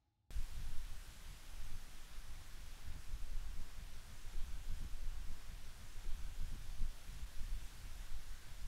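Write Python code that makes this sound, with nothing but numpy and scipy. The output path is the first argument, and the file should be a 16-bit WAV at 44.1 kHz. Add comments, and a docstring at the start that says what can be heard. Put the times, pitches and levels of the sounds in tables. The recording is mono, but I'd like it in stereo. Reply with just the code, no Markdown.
"""Simmering pot, then gusty winter forest

A faint simmer cuts to a forest: icy snow hisses on needles and dry leaves, wind sighs in the pines.
Gusts buffet the microphone with a low rumble; the stronger ones thump and shed fluttering eddies.
One gusty stretch plays twice."""
import sys
import numpy as np
from scipy import signal
from scipy.fft import rfft, irfft, next_fast_len
from scipy.io import wavfile
from scipy.ndimage import uniform_filter1d, map_coordinates

SR = 44100
rng = np.random.default_rng(int(sys.argv[2]) if len(sys.argv) > 2 else 0)


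def generate_wav(signal):
    """Clip the signal to [-1, 1] and save it as 16-bit WAV at the path in sys.argv[1]."""
    frames = np.transpose(np.atleast_2d(signal))
    scaled = np.clip(frames, -1, 1) * 32767
    pcm = np.round(scaled).astype(np.int16)
    wavfile.write(sys.argv[1], SR, pcm)


N = 382347

CUT_S, JUMP_DB, JUMP_DECAY_S = 0.3065, -43, 0.02
BREEZE_HEAVE_DB, BREEZE_EDDY_DB, FLUTTER_DB = -57, -66, 2
THUMP_HALF_CYCLES, THUMP_SKEW_RAD = 0.48, 0.8
SNOW_GAIN_DB, PINES_DB = 2, -66
DIP_S, DIP_DEPTH_DB, DIP_HALF_S = 7.256, 5, 0.006
STRETCH_S, REPEAT_S, CROSSFADE_S = 3.143, 4.853, 0.006
AUDIBLE_HZ, TOP_HZ = 21, 15750

# gusts: t/s, half length/s, heave over breeze/dB, eddies over breeze/dB, left-right/dB
GUSTS = [(0.388, 0.069, 15.5, 11, 1), (0.612, 0.1, 9.5, 14, 6), (0.785, 0.16, 10.5, -3, 2),
         (0.97, 0.14, 1, 5, -1), (1.163, 0.061, -4, 6, -1), (1.3, 0.05, 5, 9, -7),
         (1.536, 0.061, 7, -10, 0), (1.617, 0.048, 7, 4, 7), (1.732, 0.066, 8, 9.5, 2),
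         (2.18, 0.021, 7, -13, -1), (2.35, 0.067, 5, 5.5, -5), (2.607, 0.12, 4.5, -2, -4),
         (2.723, 0.031, 5, -10, -2), (2.928, 0.087, 5.5, 12.5, 0), (3.135, 0.062, 11, 11, -2),
         (3.232, 0.046, 10.5, 3, 3), (3.357, 0.062, 14, 8, -2.5), (3.46, 0.063, 12.5, 6, -2),
         (3.532, 0.032, 10, 7, -1), (3.588, 0.036, 7.5, 11.5, 0), (3.812, 0.073, 7.5, 11.5, 2),
         (3.962, 0.082, -5, 5, -3), (4.122, 0.055, -7, 10, -8), (4.263, 0.032, 8, 4, 4),
         (4.387, 0.046, 16.5, 2, 2), (4.515, 0.097, 14.5, 12, 7.5), (4.72, 0.05, 15, 14.5, 7),
         (4.818, 0.05, 10.5, 14, 6), (6.58, 0.1, 6.5, 8, 3), (6.706, 0.045, 11, 8, 8),
         (6.834, 0.07, 14.5, 9, -1), (7.088, 0.028, 7.5, 10, -2), (7.153, 0.038, 11, 14, -2),
         (7.233, 0.033, 11.5, 12.5, 6), (7.43, 0.063, 15, 6, 1), (7.544, 0.045, 16.5, 10.5, -2.5),
         (7.634, 0.046, 7, 6, -10), (7.85, 0.089, 7.5, 11, 1), (7.995, 0.05, 12, 3, 3),
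         (8.153, 0.054, 11.5, -1, 3), (8.315, 0.053, 8.5, 2, 4), (8.487, 0.055, 5.5, 9, -5),
         (8.635, 0.067, 11.5, 4, -3)]
# sharp puffs, and a click as the repeat begins (4.844 s): t/s, thud level/dB, half length/s, bright edge over
# thud/dB
PUFFS = [(0.628, -69.5, 0.022, -4), (2.96, -53, 0.0068, -17), (3.603, -59, 0.028, -27),
         (3.802, -66, 0.024, -24), (4.244, -63, 0.0082, -2), (4.352, -59, 0.018, -5),
         (4.817, -53.5, 0.016, -19), (4.844, -60.5, 0.011, 1), (6.817, -51.5, 0.018, -14.5),
         (7.073, -68, 0.022, -23), (7.2, -57.5, 0.012, -15), (7.431, -59.5, 0.015, -21),
         (7.555, -65, 0.02, -16), (8.66, -66, 0.016, -10)]
# single strong eddies: t/s, level/dB, f/Hz, left-right/dB
THUMPS = [(0.366, -38.5, 52, 0), (2.956, -46.5, 100, -2), (3.14, -34, 39, 4), (3.357, -28.5, 20, 10),
          (4.388, -34.5, 27, 3), (4.535, -35.5, 24, 0), (4.705, -33.5, 28, 6), (4.738, -48, 108, 3),
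          (4.82, -46.5, 160, 1), (6.825, -29, 16.7, 6.5), (7.435, -41, 21, 0), (7.555, -38, 31, -4)]
# swells in the pine needles: t/s, level/dB, half length/s, f/Hz
SIGHS = [(1.1, -76, 0.16, 1570), (4.53, -77.5, 0.24, 1530), (7.938, -83, 0.25, 1580)]
# pot and kitchen resonances: f/Hz, width/Hz, level/dB
POT_MODES = [(78.6, 55, -80.5), (226, 24, -101), (302, 97, -96), (704, 190, -105), (830, 62, -94.5),
             (1230, 89, -113), (3630, 100, -112), (4110, 83, -111)]

# envelopes: t/s, level/dB (snow: before SNOW_GAIN_DB)
SNOW_ENVELOPE = [(0.35, -65.5), (0.58, -65.5), (2.3, -66.5), (3.43, -67.5), (4.72, -66.5), (6.7, -66.4),
                 (7.45, -65.5), (8.6, -66.5)]
FIZZ_ENVELOPE = [(0.35, -75), (0.7, -81), (1.8, -81), (2.5, -100)]
SIMMER_ENVELOPE = [(0, -90), (0.3, -102)]

# noise spectra: f/Hz, relative level/dB
HEAVE_SPECTRUM = [(3, -16), (9, 5.5), (16, 0.5), (25, -5), (40, -9.5), (70, -25.5), (120, -44.5),
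                  (300, -54.5), (900, -120)]
EDDY_SPECTRUM = [(30, -15.5), (60, 4), (95, -0.5), (150, -9), (220, -19), (330, -30), (600, -45),
                 (2000, -94)]
THUD_SPECTRUM = [(30, -26), (80, 3), (180, 1.5), (280, -11.5), (400, -27.5), (2000, -66)]
EDGE_SPECTRUM = [(150, 10), (380, 9), (620, -4), (1000, -19), (3000, -46)]
SNOW_SPECTRUM = [(300, -18), (1000, -3), (2200, -1), (3400, 2), (4300, 0.5), (5600, 0.5), (8300, -3),
                 (10700, -4), (13000, -7), (15700, -12)]
FIZZ_SPECTRUM = [(4000, -27), (8000, -10), (11000, -4), (15700, -20)]
PINE_SPECTRUM = [(40, -14), (150, 6), (260, 1.5), (450, -2.5), (800, -1), (1250, -1.5), (1520, 0.3),
                 (1800, -1.5), (3000, -6.5), (6000, -17.5), (16000, -53)]
SIMMER_SPECTRUM = [(400, 1.5), (1500, -4), (4500, -4), (7000, -14), (12000, -33)]

# stereo image: f/Hz, left-right correlation
AMBIENT_CORR = [(200, 0.75), (1300, 0.85), (2400, 0.74), (4400, 0.66), (8100, 0.72), (15000, 0.53)]
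HEAVE_CORR, EDDY_CORR = [(20, 0.54), (80, 0.66)], [(60, 0.97), (200, 0.89)]
THUD_CORR, EDGE_CORR = [(100, 0.71)], [(400, 0.8)]


def buffeting():
    """Large eddies heave with each gust; small ones flutter, slightly more at the heave's crests."""
    heave_gain, eddy_gain, lean_db = airflow()
    heave = turbulence(HEAVE_SPECTRUM, HEAVE_CORR, span_s=0.11)
    crests = unit(1 + 0.08 * np.abs(heave.mean(axis=0)))
    flutter = amp(BREEZE_EDDY_DB + FLUTTER_DB * wobble(rate_hz=20))
    eddies = eddy_gain * flutter * crests * turbulence(EDDY_SPECTRUM, EDDY_CORR, span_s=0.17)
    return amp(BREEZE_HEAVE_DB) * heave_gain * heave * pan(lean_db) + eddies


def airflow():
    """Gusts add their power to the breeze. Returns heave gain, eddy gain, heave left-right/dB."""
    _, _, heave_db, eddy_db, side_db = np.transpose(GUSTS)
    surges = np.array([bump(t_s, half_s) for t_s, half_s, *_ in GUSTS]) ** 2
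    heave_power = 1 + amp(heave_db) ** 2 @ surges
    eddy_power = 1 + amp(eddy_db) ** 2 @ surges
    lean_db = (side_db * amp(heave_db) ** 2) @ surges / heave_power
    return np.sqrt(heave_power), np.sqrt(eddy_power), lean_db


def turbulence(spectrum, corr, span_s):
    """Stereo pressure noise, its audible part held near rms 1 over each span."""
    pair = stereo(rng.standard_normal((2, N)), spectrum, corr)
    audible = filtered(pair, lambda hz: 1 - 1 / (1 + (hz / AUDIBLE_HZ) ** 8))
    analytic = signal.hilbert(audible, next_fast_len(N))[:, :N]
    power = np.mean(np.abs(analytic) ** 2, axis=0) / 2
    window = np.hanning(int(span_s * SR))
    span_power = signal.fftconvolve(power, window / window.sum(), 'same')
    return pair / np.sqrt(np.abs(span_power) + 0.03 * span_power.mean())


def puffs():
    """Sharp puffs hit the microphone: a low thud with a brighter edge. The row at 4.844 s is a short click
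    where the repeated stretch begins."""
    thud_gain = sum(amp(db) * bump(t_s, half_s) for t_s, db, half_s, _ in PUFFS)
    edge_gain = sum(amp(db + edge_db) * bump(t_s, half_s) for t_s, db, half_s, edge_db in PUFFS)
    thuds = thud_gain * turbulence(THUD_SPECTRUM, THUD_CORR, span_s=0.014)
    edges = edge_gain * turbulence(EDGE_SPECTRUM, EDGE_CORR, span_s=0.016)
    return thuds + edges


def thumps():
    """A strong eddy gives one push and pull of pressure, out of step at the two microphone ports."""
    out = np.zeros((2, N))
    for t_s, db, hz, side_db in THUMPS:
        phase = rng.uniform(0, 2 * np.pi) + THUMP_SKEW_RAD * rng.standard_normal((2, 1))
        swing = np.cos(2 * np.pi * hz * since(t_s) + phase)
        out += amp(db) * pan(side_db) * bump(t_s, THUMP_HALF_CYCLES / hz) * swing
    return out


def snow():
    """Far grains merge into hiss; near ones prickle on top."""
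    far = stereo(patchy_noise(depth_db=0.79), SNOW_SPECTRUM, AMBIENT_CORR) * pan(-1.46)
    near = amp(-12.5) * ice_grains(count=12000, median_hz=7800, decay_cycles=0.91, scatter_db=7)
    return amp(SNOW_GAIN_DB) * envelope(SNOW_ENVELOPE) * (far + near)


def ice_grains(count, median_hz, decay_cycles, scatter_db):
    """Grains land at random, each a tiny damped ring of its own pitch and size. Mono, rms 1."""
    starts = rng.integers(0, N, (count, 1))
    hz = np.clip(median_hz * np.exp(rng.standard_normal((count, 1)) / 2), 1000, TOP_HZ)
    size = amp(scatter_db * np.minimum(rng.exponential(size=(count, 1)), 4))
    polarity = rng.choice([-1, 1], (count, 1))
    offsets = np.arange(64)
    cycles = hz * offsets / SR
    rings = size * polarity * np.sin(2 * np.pi * cycles) * np.exp(-cycles / decay_cycles)
    return unit(np.bincount((starts + offsets).ravel(), rings.ravel(), N)[:N])


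def fizz():
    """Top treble: the hiss starts out brighter."""
    return envelope(FIZZ_ENVELOPE) * stereo(rng.standard_normal((2, N)), FIZZ_SPECTRUM, AMBIENT_CORR)


def pines():
    """Wind in the needles: a steady rush and narrow-band sighs."""
    gain = amp(PINES_DB + 0.1 * wobble(rate_hz=6.7))
    rush = gain * stereo(patchy_noise(depth_db=0.9), PINE_SPECTRUM, AMBIENT_CORR)
    sighs = sum(amp(db) * bump(t_s, half_s) * band(hz, width_hz=92) for t_s, db, half_s, hz in SIGHS)
    return rush * pan(-2.54) + sighs * pan(-2.5)


def pot():
    """Pot and kitchen hum in fuzzy resonances while the simmer fades."""
    hum = sum(amp(db) * band(hz, width_hz) for hz, width_hz, db in POT_MODES)
    simmer = stereo(patchy_noise(depth_db=1.5), SIMMER_SPECTRUM, AMBIENT_CORR)
    return hum + envelope(SIMMER_ENVELOPE) * simmer


def repeated(x):
    """The stretch from STRETCH_S to REPEAT_S plays again at once, cross-faded."""
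    length_s = REPEAT_S - STRETCH_S
    inside_s = np.minimum(since(REPEAT_S), length_s - since(REPEAT_S))
    share = np.sin(np.pi / 2 * np.clip(inside_s / CROSSFADE_S + 0.5, 0, 1)) ** 2
    return (1 - share) * x + share * np.roll(x, round(length_s * SR), axis=1)


def patchy_noise(depth_db):
    """Two independent noises with random gain patches in time and frequency."""
    bins = signal.stft(rng.standard_normal((2, N)), nperseg=512)[2]
    patches = uniform_filter1d(rng.standard_normal(bins.shape[1:]), size=9, axis=0)
    patches = uniform_filter1d(patches, size=18, axis=1)
    return signal.istft(bins * amp(depth_db * unit(patches)), nperseg=512)[1][:, :N]


def band(hz, width_hz):
    """Noise in one resonance, rms 1."""
    return unit(filtered(rng.standard_normal(N), lambda f: 1 / (1 + (2 * (f - hz) / width_hz) ** 2)))


def stereo(pair, spectrum, corr):
    """Two independent signals, coloured and mixed to left and right; mid at rms 1."""
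    def response(hz):
        angle = np.arccos(along(corr, hz)) / 2
        return amp(along(spectrum, hz)) * [np.cos(angle), np.sin(angle)]
    mid, side = filtered(pair, response)
    return np.array([mid + side, mid - side]) / np.std(mid)


def filtered(x, response):
    """FFT filter with gain response(hz)."""
    size = next_fast_len(N + SR // 2)
    return irfft(rfft(x, size) * response(np.fft.rfftfreq(size, 1 / SR)), size)[..., :N]


def along(points, hz):
    """(f/Hz, value) points read on a log axis."""
    knots_hz, values = np.transpose(points)
    return np.interp(np.log(hz + 1), np.log(knots_hz + 1), values)


def envelope(points):
    """(t/s, level/dB) points to gain per sample."""
    return amp(np.interp(since(0), *np.transpose(points)))


def wobble(rate_hz):
    """Smooth random curve, rate_hz knots a second."""
    knots = rng.standard_normal(int(N * rate_hz / SR) + 4)
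    return map_coordinates(knots, [since(0) * rate_hz])


def bump(t_s, half_s):
    """Bell of height 1 at t_s."""
    return np.exp(-(since(t_s) / half_s) ** 2)


def since(t_s):
    """Seconds from t_s, per sample."""
    return np.arange(N) / SR - t_s


def pan(lean_db):
    """Channel gains for a left-right level difference."""
    return amp(np.array([[1], [-1]]) * lean_db / 2)


def amp(db):
    """dB to gain."""
    return 10 ** (np.asarray(db) / 20)


def unit(x):
    """x at rms 1."""
    return x / np.sqrt(np.mean(x ** 2) + 1e-30)


def scene():
    """Kitchen cuts to forest; the pressure jump is a soft click that sinks into the rumble."""
    kitchen = pot()
    dip = amp(-DIP_DEPTH_DB * bump(DIP_S, DIP_HALF_S))  # the hiss dips briefly
    hiss = (pines() + snow() + fizz()) * dip
    rumble = buffeting() + puffs() + thumps()
    jump = np.exp(-np.abs(since(CUT_S)) / JUMP_DECAY_S)
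    forest = repeated(hiss + (1 - jump) * rumble) - amp(JUMP_DB) * jump
    return np.where(since(CUT_S) < 0, kitchen, forest)


def record(dry):
    """Brick-wall low-pass at TOP_HZ."""
    return filtered(dry, lambda hz: hz < TOP_HZ)


dry = scene()
out = record(dry)
generate_wav(out)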